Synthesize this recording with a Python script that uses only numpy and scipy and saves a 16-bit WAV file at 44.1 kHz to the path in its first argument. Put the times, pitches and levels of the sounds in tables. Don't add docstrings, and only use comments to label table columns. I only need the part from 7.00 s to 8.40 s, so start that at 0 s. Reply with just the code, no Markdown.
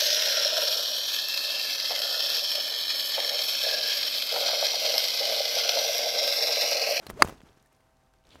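import sys
import numpy as np
from scipy import signal
from scipy.fft import rfft, irfft
from scipy.io import wavfile
from scipy.ndimage import uniform_filter1d

SR = 44100
rng = np.random.default_rng(int(sys.argv[2]) if len(sys.argv) > 2 else 0)


def voltage_ratio(level):
    return 10 ** (np.asarray(level, float) / 20)


def log_audio(samples):
    frames = np.atleast_2d(samples).T
    limited = np.clip(frames, -1, 1)
    pcm = np.round(limited * 32767).astype(np.int16)
    wavfile.write(sys.argv[1], SR, pcm)


N = 61739
T = np.arange(N) / SR


def noise():
    return rng.standard_normal(N)


def colour(x, points):
    hz, db = np.array(points, float).T
    f = np.maximum(np.arange(N // 2 + 1) * SR / N, 1)
    gain = voltage_ratio(np.interp(np.log(f), np.log(hz), db))
    y = irfft(rfft(x) * gain, N)
    return y / np.std(y)


def band(x, hz, width):
    edges = [hz / (1 + width), min(hz * (1 + width), SR * 0.45)]
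    y = signal.sosfilt(signal.butter(1, edges, "band", fs=SR, output="sos"), x)
    return y / np.std(y)


def high_pass(x, order, hz):
    return signal.lfilter(*signal.butter(order, hz, "high", fs=SR), x)


def walk(rate):
    k = int(SR / rate)
    steps = np.repeat(rng.standard_normal(N // k + 1), k)
    w = uniform_filter1d(uniform_filter1d(steps, k), k)[:N]
    return w / np.std(w)


def push(s, ms):
    u = (T - s) / (ms / 1000)
    return np.where((u > 0) & (u < 1), np.sin(np.pi * u) ** 2, 0)


def fade(s, t60):
    return (T > s) * voltage_ratio(-60 * np.clip(T - s, 0, 1) / t60)


def ring(x, modes):
    out = 0
    for hz, db, t60 in modes:
        pole = np.exp(2j * np.pi * hz / SR - np.log(1000) / (t60 * SR))
        out = out + voltage_ratio(db) * signal.lfilter([1], [1, -pole], x).imag
    return out


def course():
    # frequency in Hz, level in dB per Hz
    air = [(15, -31.5), (25, -5), (130, -3), (223, -12), (560, -15), (775, -8), (840, -12.5),
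           (14400, -30.5), (16000, -38)]
    # multiple of the base pitch, level in dB
    orders = [(1, -78), (2, -84), (4, -85), (5, -78), (6, -80), (7, -83), (8, -86), (9, -89), (10, -89),
              (12, -87)]
    mower_hz, mower_db, air_db = 129.2, 5, -71
    phase = 2 * np.pi * np.cumsum(mower_hz * (1 + 0.002 * walk(2.5))) / SR
    mower = 0
    for k, db in orders:
        level = voltage_ratio(db + mower_db + 0.92 * walk(9.4))
        mower = mower + level * np.sin(k * phase + 6 * rng.random())
    hush = voltage_ratio(air_db + 0.8 * walk(4)) * colour(noise(), air)
    return hush + mower


def fibres():
    fibres_per_s, scatter_db, click_db = 900, 2.2, -4
    out = 0
    for hz in 125 * 2.0 ** np.arange(7):
        size = voltage_ratio(scatter_db * rng.exponential(1, N)) * noise()
        clicks = size * (rng.random(N) < fibres_per_s / SR)
        grain = voltage_ratio(click_db) * clicks / np.std(clicks) + noise()
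        out = out + np.sqrt(hz) * band(grain, 1.4 * hz, 0.45)
    return out


def shirt():
    # peak time in seconds, peak dB, width in ms, crackle dB, crackle t60 in seconds
    snaps = [(0.0670, -29, 0.51, -36, 0.011), (0.0694, -37, 0.46, -42, 0.013),
             (0.091, -33, 2.1, -59.5, .03), (0.0952, -50, 1.2, -46, 0.029),
             (.1003, -20, 0.32, -38.5, 0.027), (0.1052, -30.5, 0.76, -45, 0.013),
             (.111, -29.5, 0.4, -56, 0.02), (0.2513, -34, .8, -46, .03), (0.2746, -30, 0.45, -40, 0.032),
             (0.2856, -27.5, 0.71, -40, 0.023), (0.2948, -26, 0.34, -42, 0.021),
             (0.2987, -31, 0.44, -49, 0.019), (0.3251, -31, 0.83, -54.5, .04),
             (0.4359, -37.5, 1.96, -71, 0.019), (1.347, -48.5, 1.2, -64.5, 0.025)]
    slaps = [(.2471, -16.5, .5, -46.5, 0.021), (.417, -38.5, 0.18, -60, 0.02), (.4055, -41, 0.41, -71, .02),
             (.496, -44, 0.97, -62, .02), (.574, -46, 1.19, -65.5, 0.045), (.764, -53.5, 0.56, -66.5, .04),
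             (.805, -55, .4, -63.5, .03), (1.138, -53, 0.31, -62.5, 0.017), (1.302, -50, 0.54, -74, .02),
             (1.3565, -33.5, 0.31, -58, 0.017), (1.3595, -44.5, 0.49, -65, 0.018),
             (1.3634, -48, 0.44, -73.5, 0.018), (1.3705, -50, .5, -69, .02)]
    # time in seconds, rub level in dB, rumble level in dB
    turn = [(0, -65.5, -65), (0.03, -52, -66.5), (.11, -55, -54), (0.14, -58.5, -44.5), (.18, -55, -56),
            (.25, -47.5, -41), (0.301, -51, -52.5), (.34, -60, -57), (0.421, -63, -57), (.52, -65, -66.5),
            (.66, -71, -72.5), (.85, -76, -71.5), (1.22, -75.5, -70), (1.295, -64.5, -65),
            (1.342, -60.5, -56), (1.4, -62, -63.5)]
    # frequency in Hz, level in dB per Hz
    rub_colour = [(150, -3.5), (400, -0.5), (1000, -5), (2000, -11), (3500, -18), (6000, -20),
                  (11000, -27.5), (16000, -34)]
    rumble_colour = [(20, -11), (45, 0), (120, -8), (250, -12.5), (600, -32), (2000, -69)]
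    crackle_colour = [(300, -9.5), (1000, 2.5), (2500, 2), (5000, -6.5), (8000, -6.5), (12000, -9),
                      (16000, -10)]
    tick_s = [.0688, .658, .0945]
    # frequency in Hz, level in dB, t60 in seconds
    ticks = [
        (4156, -38, 0.031),
        (1790, -56, 0.034),
        (5500, -42, 0.016),
    ]

    pulses, tails = 0, 0
    for sign, rows in ((0.98, snaps), (-0.86, slaps)):
        for s, db, ms, crackle_db, t60 in rows:
            pulses = pulses + sign * voltage_ratio(db) * push(s - ms / 1000, 2 * ms)
            tails = tails + voltage_ratio(crackle_db) * fade(s - 0.0003, t60)
    pulses = high_pass(pulses, 1, 110)
    crackle = tails * colour(fibres(), crackle_colour)

    s, rub_db, rumble_db = np.array(turn).T
    rub = voltage_ratio(np.interp(T, s, rub_db) + 2.5 * walk(60)) * colour(fibres(), rub_colour)
    rumble = voltage_ratio(np.interp(T, s, rumble_db) + 2.0 * walk(25)) * colour(noise(), rumble_colour)
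    knocks = sum(ring(push(s, 0.068) / 2, [mode]) for s, mode in zip(tick_s, ticks))
    return pulses + crackle + rub + rumble + knocks


def creases():
    # centre time in seconds, centre Hz, level in dB, length in ms
    folds = [(.0745, 9000, -57, 4), (.085, 5000, -56.5, 3), (.103, 12400, -44, 4), (.1072, 11500, -46, 4),
             (.2355, 9000, -56, 5), (0.2428, 10500, -48.5, 7), (.249, 8498, -44, 3), (.269, 3460, -52.5, 6),
             (.379, 2910, -63.5, 16), (.406, 3000, -58.5, 9.5), (.432, 5015, -67, 27), (.49, 3000, -63, 15),
             (.53, 5000, -66, 4), (.575, 5000, -74, 40), (.60, 3995, -68, 13.8), (.627, 8000, -62.5, 4),
             (.661, 9500, -64.5, 4.4), (.672, 6000, -72, 19.9), (.729, 8500, -64, 2.9),
             (.75, 5000, -70, 10), (.97, 5000, -71, 9.2), (1.038, 5500, -72, 4), (1.065, 4500, -70, 4),
             (1.138, 3500, -64, 3), (1.16, 4005, -70, 3), (1.187, 4000, -67, 3), (1.2394, 3000, -64, 2.6),
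             (1.2526, 3500, -62, 2.94), (1.27, 4500, -60, 3.06), (1.2917, 5500, -59, 2.9),
             (1.307, 3490, -55, 4), (1.351, 6340, -59.5, 4.5)]
    # time in seconds, level in dB
    sleeve = [
        (1.219, -97),
        (1.298, -75.5),
        (1.305, -62),
        (1.35, -58),
        (1.365, -65),
        (1.4, -71.5),
    ]
    # frequency in Hz, level in dB per Hz
    sleeve_colour = [(800, -30), (2000, -7), (3000, 3.5), (4500, -3.5), (6000, -14.5), (12000, -24)]
    s, db = np.array(sleeve).T
    drag = voltage_ratio(np.interp(T, s, db, -120) + 2.24 * walk(150)) * colour(fibres(), sleeve_colour)
    hiss = noise()
    rustles = 0
    for s, hz, db, ms in folds:
        rustle = band(band(hiss, hz, 0.59), hz, 0.59)
        rustles = rustles + voltage_ratio(db) * push(s - ms / 2000, ms) * rustle
    return drag + rustles


def swish():
    # time in seconds, shedding pitch in Hz, level in dB
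    sweep = [
        (.12, 119.9, -61),
        (.15, 210, -55),
        (.168, 400, -53),
        (.177, 426, -41),
        (.187, 518, -55),
        (.196, 631, -35.5),
        (.209, 579, -32),
        (.219, 594, -37),
        (.232, 563, -60.5),
    ]
    # (Hz, dB)
    air_colour = [(300, -6.5), (1100, 2), (2500, -9), (6000, -15), (16000, -28)]
    half_db, rough_db, air_db = -9, -5, -12.5
    s, hz, db = np.array(sweep).T
    pitch = np.interp(T, s, hz) * (1 + 0.022 * walk(150))
    phase = 2 * np.pi * np.cumsum(pitch) / SR
    tone = np.sin(phase) * (1.4 + voltage_ratio(rough_db) * walk(500))
    half = voltage_ratio(half_db) * np.sin(phase / 2) * walk(200)
    air = voltage_ratio(air_db) * colour(noise(), air_colour)
    return voltage_ratio(np.interp(T, s, db, -120, -120)) * (tone + half + air)


def blows(hits):
    return sum(voltage_ratio(db) * 2 * push(s, ms) / (ms / 1000 * SR) for s, db, ms in hits)


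def strike():
    # frequency in Hz, level in dB, t60 in seconds
    ball = [(450, -24, 0.0054), (1099, -7, 0.017), (1240, -8.5, 0.019), (1423, -0.5, 0.0084),
            (2050, -15, .008), (2590, -18, .008)]
    head = [(2070, -1, 0.0091), (2700, -6, .008), (4320, -4, 0.0076), (4760, -5, .009), (5500, -14, .005),
            (6200, -12, 0.013), (6590, -20, 0.015), (7600, -4, 0.0057), (8760, -12, .004),
            (9880, -5, 0.004), (11500, -20, .005), (13450, -16, 0.005)]
    # start in seconds, level in dB, contact in ms
    ball_hits = [
        (.2209, -5, 0.52),
        (.22195, 0.5, 0.24),
        (.2235, -11, 0.27),
        (.2253, -14.5, 0.52),
        (.2277, -15, 0.59),
    ]
    head_hits = [
        (.2213, -17, 0.052),
        (.2231, -2.5, 0.091),
        (.2237, -7.5, .08),
        (.2254, -16, 0.14),
    ]
    click = ring(blows(head_hits), head) - ring(blows(ball_hits), ball)
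    click = high_pass(click, 2, 267)
    spray = voltage_ratio(-24.5) * fade(0.2231, 0.017) * band(noise(), 3000, 0.63)
    thud = band(band(noise(), 271, 1.3), 271, 1.7)
    turf = voltage_ratio(-34) * fade(0.222, 0.12) * thud
    return click + spray + turf


def scene():
    return (course() + shirt() + creases() + swish() + strike())[None]


def band_limit(x):
    return signal.sosfilt(signal.butter(12, 16370, fs=SR, output="sos"), x)


def record(dry):
    ceiling = 1.02
    dry = signal.sosfilt(signal.ellip(6, 0.3, 45, 16200, fs=SR, output="sos"), dry)
    mix = dry / (1 + np.abs(dry / ceiling) ** 6) ** (1 / 6)
    return band_limit(mix)


dry = scene()
out = record(dry)
log_audio(out)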